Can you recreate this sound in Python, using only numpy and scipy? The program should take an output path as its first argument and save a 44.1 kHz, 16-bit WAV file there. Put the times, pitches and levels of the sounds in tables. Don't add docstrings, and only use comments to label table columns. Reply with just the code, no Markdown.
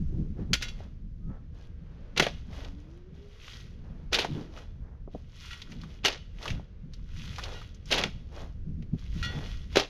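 import sys
import numpy as np
from scipy import signal
from scipy.fft import rfft, irfft
from scipy.io import wavfile
from scipy.ndimage import uniform_filter1d

SR = 44100
rng = np.random.default_rng(int(sys.argv[2]) if len(sys.argv) > 2 else 0)


def generate_wav(sig):
    pcm = np.round(np.clip(np.atleast_2d(sig).T, -1, 1) * 32767).astype(np.int16)
    wavfile.write(sys.argv[1], SR, pcm)


N = 436149
TIME = np.arange(N) / SR

# t/s, level/dB
WIND = [(0.0, -32), (0.47, -37.5), (0.99, -44), (1.27, -38.5), (1.46, -43.5), (2.5, -40.5), (3.0, -50),
        (3.11, -43.5), (3.41, -52), (3.91, -39), (4.65, -46), (4.74, -41.5), (5.59, -48), (5.67, -46),
        (6.2, -45.5), (6.44, -44.5), (6.53, -29.5), (6.67, -48.5), (7.24, -39.5), (7.77, -46.5),
        (7.99, -38), (8.18, -41.5), (8.81, -39.5), (9.06, -41.5), (9.12, -37), (9.75, -38.5), (9.89, -49)]
# t of middle/s, length/s, buffeting level/dB, higher flutter level/dB
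GUSTS = [(0.194, 0.16, -30.5, -44.5), (0.402, .07, -34, -44), (0.516, 0.075, -29, -43),
         (1.283, 0.068, -37, -58), (2.21, .06, -35.5, -48), (4.376, 0.19, -38, -41),
         (5.154, 0.028, -30, -52), (5.802, 0.27, -44, -63.5), (6.537, 0.09, -40.5, -66),
         (6.858, 0.076, -43.5, -74), (8.014, 0.16, -40.5, -50.5), (8.743, 0.21, -41.5, -64),
         (8.945, 0.033, -31, -51), (9.173, 0.049, -31, -53), (9.367, .12, -38, -49)]
BUFFET_UNDER_RUMBLE_DB, FLUTTER_UNDER_RUMBLE_DB = -10.5, -35
# t/s, f/Hz, level/dB
TONES = [
    [(1.2, 1228, -79), (1.3, 1280, -59), (1.4, 1330, -71)],
    [(1.6, 1640, -70), (1.9, 1560, -78), (2.14, 1470, -70.5)],
    [(2.56, 277, -68), (2.576, 277, -50), (2.698, 277, -51), (2.85, 306.5, -51), (2.95, 342, -52),
     (3.264, 412, -55.5), (3.4, 428.6, -67)],
]
# t of start/s, length/s, grit level/dB, clods level/dB
SCUFFS = [(.39, 0.038, -68.5, -54.5), (.8, 0.034, -64.5, -57), (1.3, 0.066, -79, -56.5),
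          (1.55, 0.11, -65.5, -63.5), (1.85, 0.29, -79, -65), (2.78, 0.2, -68, -66.5),
          (3.15, 0.19, -67, -69), (3.85, 0.19, -75.5, -63.5), (5.13, 0.064, -65, -69),
          (5.71, 0.026, -57, -60.5), (5.81, 0.15, -59, -64.5), (6.935, 0.018, -62, -82),
          (7.89, 0.024, -45, -70), (8.99, 0.035, -60, -79), (9.73, .025, -48.5, -62)]
SCUFF_RISE_DB_PER_S, SCUFF_FALL_DB_PER_S = 593, 219.5
# t/s, level/dB, earth level/dB, crack t60/s, f of the stone/Hz
BLOWS = [(0.5322, -7, -45.5, 0.05, 6300), (0.5383, -6.5, -33.5, 0.022, 4387),
         (2.1755, -9.5, -36, 0.04, 3480), (2.197, -5, -10, .045, 1861), (2.222, -17, -17.5, 0.12, 3020),
         (2.2655, -18.5, -18.5, 0.033, 2230), (4.130, -10.5, -29.5, .05, 3410),
         (4.1425, -9, -28, 0.089, 3820), (4.186, -13.5, -18.5, 0.14, 3400),
         (4.2457, -25.5, -18, 0.051, 1600), (6.049, -9, -22.5, .045, 2700), (6.056, -8, -23.5, 0.081, 3800),
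         (6.082, -12, -22, 0.022, 2760), (7.913, -14.5, -37, .046, 4100), (7.922, -8.5, -27, 0.061, 2850),
         (7.9367, -16.5, -26, 0.11, 3700), (7.9793, -15.5, -23.5, 0.11, 2700),
         (8.0372, -10, -22.5, 0.017, 2070), (9.7575, -12, -27, 0.033, 3480), (9.769, -8.5, -9, 0.073, 3350),
         (9.796, -15.5, -21, 0.06, 4350)]
THUD_HZ, THUD_OVER_EARTH_DB = 480, 6
# t/s, level/dB, ring level re knock/dB, place (edge 0, face 1), damping factor
CLINKS = [(.539, -21.5, -8, 0.2, 1.44), (.622, -18.5, -8, 0.05, 1.25), (.683, -32.5, 2, .02, 2.4),
          (5.456, -35, -13, 0.8, 1.5), (5.511, -35.5, 1.5, 1, 1.13), (7.561, -48.5, 5, 0.67, 0.69),
          (9.228, -26, 4, 1, 1.13), (9.246, -28, -1, 0.93, 0.95)]
# t of start/s, length/s, crunch level/dB, body level re crunch/dB,
# fading over the stroke/dB, trickle level afterwards/dB
STABS = [(0.552, 0.016, -29, -13.5, 22, -66.5), (.612, 0.061, -39, -9, 8.5, -55),
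         (2.168, 0.13, -31.5, -1, 7, -54.5), (4.126, .13, -32, 0.5, 6, -50.5),
         (6.045, 0.14, -27.5, -1, 23, -64), (7.911, 0.16, -28.5, 0.5, 7.5, -55),
         (9.759, .093, -24, 2, 16.5, -58)]
TRICKLE_DB_PER_S = 88.5
# t/s, level/dB, f/Hz
THUDS = [(.803, -28, 464), (5.075, -27.5, 450), (5.147, -19, 440), (6.504, -16, 100), (6.595, -27.5, 486),
         (8.824, -38, 400)]
# t/s, level/dB, f/Hz
PEBBLES = [(2.5283, -41.5, 2140), (2.6473, -30.5, 3320), (4.575, -34, 1310), (5.5303, -27.5, 2840),
           (5.618, -26.5, 3520), (5.719, -33, 2240), (5.815, -34, 4010), (5.835, -32, 1316),
           (6.126, -23.5, 3810), (6.428, -27.5, 4290), (6.4559, -17.5, 1190), (6.479, -18.5, 2800),
           (6.5033, -21.5, 2600), (6.9359, -32.5, 4570), (7.36, -30.5, 3240), (7.3838, -18.5, 1090),
           (7.3937, -24, 1500), (7.437, -20, 3760), (7.456, -28.5, 910), (7.534, -36.5, 3730),
           (7.6154, -30.5, 1180), (7.746, -38.5, 6030), (7.8568, -35, 5990), (8.824, -39.5, 2450)]
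# t of start/s, length/s, grit level/dB, clods level/dB
LEVERS = [(2.54, .11, -51, -49.5), (4.35, 0.069, -58, -52.5), (4.57, 0.023, -52.5, -49.5),
          (6.435, 0.06, -43, -45.5), (8.36, 0.062, -52, -47)]
LEVER_RISE_DB_PER_S, LEVER_FALL_DB_PER_S = 297.5, 182
# t of start/s, length/s, sand level/dB,
# t of clods/s, clods level/dB, level of the singing blade/dB, its place (edge 0, face 1)
THROWS = [(3.466, 0.088, -48, 3.8, -72.5, -67.5, 0.56), (5.422, 0.13, -48, 4.85, -62, -55.5, 0.74),
          (7.201, 0.36, -47.5, 7.44, -47, -52.5, 0.57), (9.175, 0.35, -48, 9.325, -45.5, -58, 1)]
THROW_RISE_DB_PER_S, THROW_FALL_DB_PER_S = 136.5, 97
TUMBLE_S, CLODS_SETTLE_DB_PER_S = 0.1, 171.5
EMPTYING_S = 0.11
# f/Hz, level knocked on edge/dB, level knocked on face/dB, t60 at damping 1/s
BLADE = [(1379, -9, 4, 0.15), (1442, -5, -1.5, 0.33), (1840, -11, -12, .13), (1916, -22, 2, 0.43),
         (2106, -2, -17.5, 0.54), (2183, -5.5, -15, 0.13), (2453, -6.5, -3.5, 0.21),
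         (2570, -10.5, -2, 0.064), (2740, -4, -9.5, 0.31), (2850, -7, 1, .28), (2955, -5, -11.5, 0.25),
         (3000, -8, -15, 0.27), (3230, -7.5, -3, .3), (3380, -1, -14, 0.35), (3440, -8, -0.5, .4),
         (3870, -1.5, -12.5, 0.22), (3950, -5.5, -8.5, 0.25), (4280, -14.5, -3.5, .35),
         (4500, -5, -9.5, 0.28), (5160, -7, -13.5, 0.15), (5700, -6, -11, 0.19), (5780, -6.5, -12.5, 0.27),
         (6300, -8, -16, .17), (7310, -5, -17, 0.27)]
# f/Hz, level/dB
CRACK = [(300, -31.5), (900, -19.5), (1500, 3), (2800, 8), (4000, 6.5), (5200, 3), (6500, 2.5), (16000, -3)]
# f/Hz, level/dB
GRIT = [(300, -32.5), (900, -6.5), (1600, -3), (2900, 2), (4200, -0.5), (6000, -3.5), (9000, -7),
        (16000, -6)]
# f/Hz, level/dB
CLODS = [(30, -42.5), (110, -14), (250, -3), (470, 3), (750, -1.5), (1100, -6), (1800, -10.5), (4000, -45)]
# f/Hz, level/dB
RUMBLE = [(4, -33), (14, -7.5), (25, -0.5), (45, -4.5), (75, -4.5), (120, -13.5), (250, -29), (600, -63)]
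# f/Hz, level/dB
BUFFET = [(50, -18.5), (100, -3), (155, 4.5), (230, -3.5), (330, -15.5), (500, -31.5), (1200, -59.5)]
# f/Hz, level/dB
HUSH = [(60, -2), (250, -2.5), (470, 1.5), (800, -15.5), (1500, -12.5), (3200, -18.5), (6000, -27.5),
        (16000, -40.5)]
# f/Hz, level/dB
MICROPHONE = [(20, 1.5), (6300, -2.5), (7100, -10.5), (8200, -21), (10000, -14), (13800, -19.5),
              (15500, -33)]
TOP_HZ = 15400


def undb(db):
    return 10 ** (np.asarray(db) / 20)


def unit(x):
    return x / np.sqrt(np.mean(x ** 2))


def peak(x, db):
    return x * undb(db) / np.abs(x).max()


def fade(t60, size=SR // 5):
    return np.exp(-np.log(1000) * TIME[:size] / max(t60, 1e-3))


def add(track, s, sound):
    i = int(s * SR)
    track[i:i + len(sound)] += sound[:N - i]


def colour(x, points, size=4096):
    hz, db = np.transpose(points)
    bins = np.maximum(np.fft.rfftfreq(size, 1 / SR), 1)
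    log_gain = np.log(undb(np.interp(np.log(bins), np.log(hz), db)))
    cepstrum = irfft(log_gain)
    cepstrum[1:size // 2] *= 2
    cepstrum[size // 2 + 1:] = 0
    response = irfft(np.exp(rfft(cepstrum)))
    return signal.oaconvolve(x, response)[:len(x)]


def resonate(x, hz, q):
    return signal.lfilter(*signal.iirpeak(min(hz, SR / 4), max(q, .6), fs=SR), x)


def walk(rate):
    k = int(SR / rate)
    steps = np.repeat(rng.standard_normal(N // k + 1), k)
    smooth = uniform_filter1d(uniform_filter1d(steps, k), k)
    return unit(smooth[:N])


def grains(rate, spread_db):
    chance, size = rng.random(N), rng.standard_exponential(N)
    at = np.flatnonzero(chance < rate / SR)
    sign = (-1.) ** at
    out = np.zeros(N)
    out[at] = sign * undb(spread_db * np.minimum(size[at], 4))
    return unit(out)


def rubble(rate, spread_db, q, count=8):
    pitches = np.geomspace(1100, 9000, count)
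    return unit(sum(resonate(grains(rate / count, spread_db), hz, q) / np.sqrt(hz) for hz in pitches))


def crack(t60, scatter, rise=.0015):
    decay = fade(t60)
    onset = 1 - np.exp(-TIME[:len(decay)] / rise)
    burst = scatter * rng.standard_normal(len(decay)) * decay * onset
    burst[int(rise * SR / 2)] += 1
    return burst


def thud(db, hz):
    push = resonate(crack(0.039, scatter=0.15, rise=0.0033), hz, q=1)
    lowpass = signal.butter(4, 1.68 * hz, fs=SR, output="sos")
    return peak(signal.sosfilt(lowpass, push), db - 8)


def blade(place, damping):
    ring = 0
    for hz, edge_db, face_db, t60 in BLADE:
        decay = fade(t60 / damping, size=int(.5 * SR / damping))
        gain = undb(np.interp(place, [0, 1], [edge_db, face_db])) * rng.choice([-1, 1])
        ring = ring + gain * decay * np.sin(2 * np.pi * hz * TIME[:len(decay)])
    return ring


def scrape(force, place, damping):
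    ring = blade(place, damping)
    return signal.fftconvolve(force, ring / np.linalg.norm(ring))[:N]


def swell(s, length, rise, fall):
    out = np.zeros(N)
    near = slice(int(max(s - .4, 0) * SR), int((s + length + .6) * SR))
    t = TIME[near]
    before, after = np.maximum(s - t, 0), np.maximum(t - s - length, 0)
    out[near] = undb(-rise * before - fall * after)
    return out


def wind():
    rumble_db = np.interp(TIME, *np.transpose(WIND))
    buffeting = undb(rumble_db + BUFFET_UNDER_RUMBLE_DB)
    fluttering = undb(rumble_db + FLUTTER_UNDER_RUMBLE_DB)
    for s, length, db, flutter_db in GUSTS:
        near = np.abs(TIME - s) < 2 * length
        gust = np.exp(-(2 * (TIME[near] - s) / length) ** 2)
        buffeting[near] = np.hypot(buffeting[near], undb(db) * gust)
        fluttering[near] += undb(flutter_db) * gust
    rumble = unit(colour(rng.standard_normal(N), RUMBLE)) * undb(rumble_db + 0.23 + 1.0 * walk(5.2))
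    buffet = unit(colour(rng.standard_normal(N), BUFFET)) * buffeting * undb(3.2 * walk(35))
    flutter = unit(resonate(resonate(rng.standard_normal(N), 310, q=2.0), 310, q=2.0))
    return rumble + buffet + flutter * fluttering * undb(-2.0 + 2.5 * walk(50))


def distance():
    out = unit(colour(rng.standard_normal(N), HUSH)) * undb(-63.5 + 1.9 * walk(4.1))
    waver, swell_db = 1 + 0.0082 * walk(47), 2.9 * walk(25.25)
    for rows in TONES:
        s, hz, db = np.transpose(rows)
        phase = 2 * np.pi * np.cumsum(np.interp(TIME, s, hz) * waver) / SR
        inside = 1. * ((TIME > s[0]) & (TIME < s[-1]))
        sounding = uniform_filter1d(inside, SR // 50)
        out = out + sounding * np.sin(phase) * undb(np.interp(TIME, s, db) + swell_db)
    return out


def soil_flow():
    fine, coarse = np.zeros((2, N))
    for s, length, *_, trickle_db in STABS:
        trickle = undb(trickle_db) * swell(s + length, 0, 900, TRICKLE_DB_PER_S)
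        fine += trickle
        coarse += undb(-5.5) * trickle
    for rows, rise, fall in [(LEVERS, LEVER_RISE_DB_PER_S, LEVER_FALL_DB_PER_S),
                             (SCUFFS, SCUFF_RISE_DB_PER_S, SCUFF_FALL_DB_PER_S)]:
        for s, length, grit_db, clod_db in rows:
            moving = swell(s, length, rise, fall)
            fine += undb(grit_db) * moving
            coarse += undb(clod_db) * moving
    for s, length, sand_db, clods_s, clod_db, *_ in THROWS:
        fine += undb(sand_db) * swell(s, length, THROW_RISE_DB_PER_S, THROW_FALL_DB_PER_S)
        coarse += undb(clod_db) * swell(clods_s, TUMBLE_S, THROW_RISE_DB_PER_S, CLODS_SETTLE_DB_PER_S)
    return fine, coarse


def soil():
    fine, coarse = soil_flow()
    sand = undb(0.5) * grains(rate=9000, spread_db=1.5)
    gravel = undb(-5) * rubble(rate=1300, spread_db=5.5, q=2.6)
    ticks = undb(-12.5) * rubble(rate=70, spread_db=5, q=3.1)
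    clods = unit(colour(grains(rate=700, spread_db=1.5), CLODS))
    unevenness = undb(0.84 * walk(45))
    grit = fine * (unit(colour(sand + gravel, GRIT)) + ticks) * unevenness
    steel = scrape(grit, place=.8, damping=2.4)
    return grit + undb(-14.5) * steel + coarse * clods


def blows():
    out = np.zeros(N)
    for s, db, earth_db, t60, hz in BLOWS:
        contact = colour(crack(t60, scatter=0.3, rise=.001), CRACK)
        modes = [(.76, -1.3), (1, 0.84), (1.22, -1.3)]
        knock = sum(gain * resonate(contact, hz * ratio, q=6.4) for ratio, gain in modes)
        stone = peak(undb(-8.5) * contact + knock, db - .5)
        earth = peak(colour(crack(.04, scatter=.35), CLODS), earth_db - 3.5)
        add(out, s, stone + earth + thud(earth_db + THUD_OVER_EARTH_DB, THUD_HZ))
        add(out, s, peak(blade(rng.random(), damping=9.0), db - 6))
    return out


def clinks():
    out = np.zeros(N)
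    for s, db, ring_db, place, damping in CLINKS:
        add(out, s, peak(colour(crack(0.084, scatter=0.65), CRACK), db))
        add(out, s, peak(blade(place, damping), db + ring_db))
    return out


def stabs():
    fine, coarse = np.zeros(N), np.zeros(N)
    for s, length, db, body_db, fading_db, _ in STABS:
        since = TIME - s
        progress = np.clip(since / length, 0, 10)
        approach = np.exp(np.minimum(since, 0) / 0.0033)
        stop = 1 + progress ** 14
        speed = approach * undb(db - fading_db * progress) / stop
        fine += speed
        coarse += speed * undb(body_db)
    grit = unit(resonate(colour(rubble(rate=2700, spread_db=4.0, q=4), GRIT), 3200, q=0.22))
    steel = scrape(fine * grains(rate=2500, spread_db=3), place=.6, damping=4)
    earth = unit(colour(grains(rate=1500, spread_db=1.0), CLODS))
    return undb(-1.5) * fine * grit + undb(-14.0) * steel + undb(-3.0) * coarse * earth


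def thuds():
    out = np.zeros(N)
    for s, db, hz in THUDS:
        add(out, s, thud(db, hz))
    return out


def pebbles():
    out = np.zeros(N)
    for s, db, hz in PEBBLES:
        contact = crack(0.042, scatter=0.17, rise=.001)
        tick = resonate(contact, hz, q=2.7) + undb(-17.5) * colour(contact, GRIT)
        add(out, s, peak(tick, db))
    return out


def singing():
    rubbing = grains(rate=400, spread_db=1.0)
    out = np.zeros(N)
    for s, length, *_, db, place in THROWS:
        emptying = swell(s + length - EMPTYING_S, EMPTYING_S, 230, 194)
        out += scrape(rubbing * undb(db) * emptying, place, damping=1.1)
    return out


def yard(x, near_db, far_db, near_t60, far_t60):
    onset = 1 - fade(0.11, size=SR)
    near = rng.standard_normal(SR) * fade(near_t60, size=SR) * onset
    far = rng.standard_normal(SR) * fade(far_t60, size=SR) * onset
    far = colour(far, [(100, 2), (600, -10.5), (3500, 0.0), (7000, -3), (14000, -13.5)])
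    echo = undb(near_db) * near / np.linalg.norm(near) + undb(far_db) * far / np.linalg.norm(far)
    return x + signal.fftconvolve(x, echo)[:N]


def scene():
    digging = soil() + blows() + clinks() + stabs() + thuds() + pebbles() + singing()
    reflected = yard(digging, near_db=-17, far_db=-27.5, near_t60=0.13, far_t60=0.52)
    mid = reflected + wind() + distance()
    treble_points = [(100, -62.5), (2000, -58.0), (6000, -35.5), (8500, -23.5), (10500, -6.5), (14000, 0)]
    treble = colour(mid, treble_points)
    scatter = rng.standard_normal(1024) * fade(.03, size=1024)
    side = signal.oaconvolve(treble, scatter / np.linalg.norm(scatter))[:N]
    return np.array([mid + side, mid - side])


def record(dry):
    heard = np.array([colour(channel, MICROPHONE) for channel in dry])
    lowpass = signal.ellip(8, .2, 70, TOP_HZ, fs=SR, output="sos")
    return signal.sosfilt(lowpass, heard)


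dry = scene()
out = record(dry)
generate_wav(out)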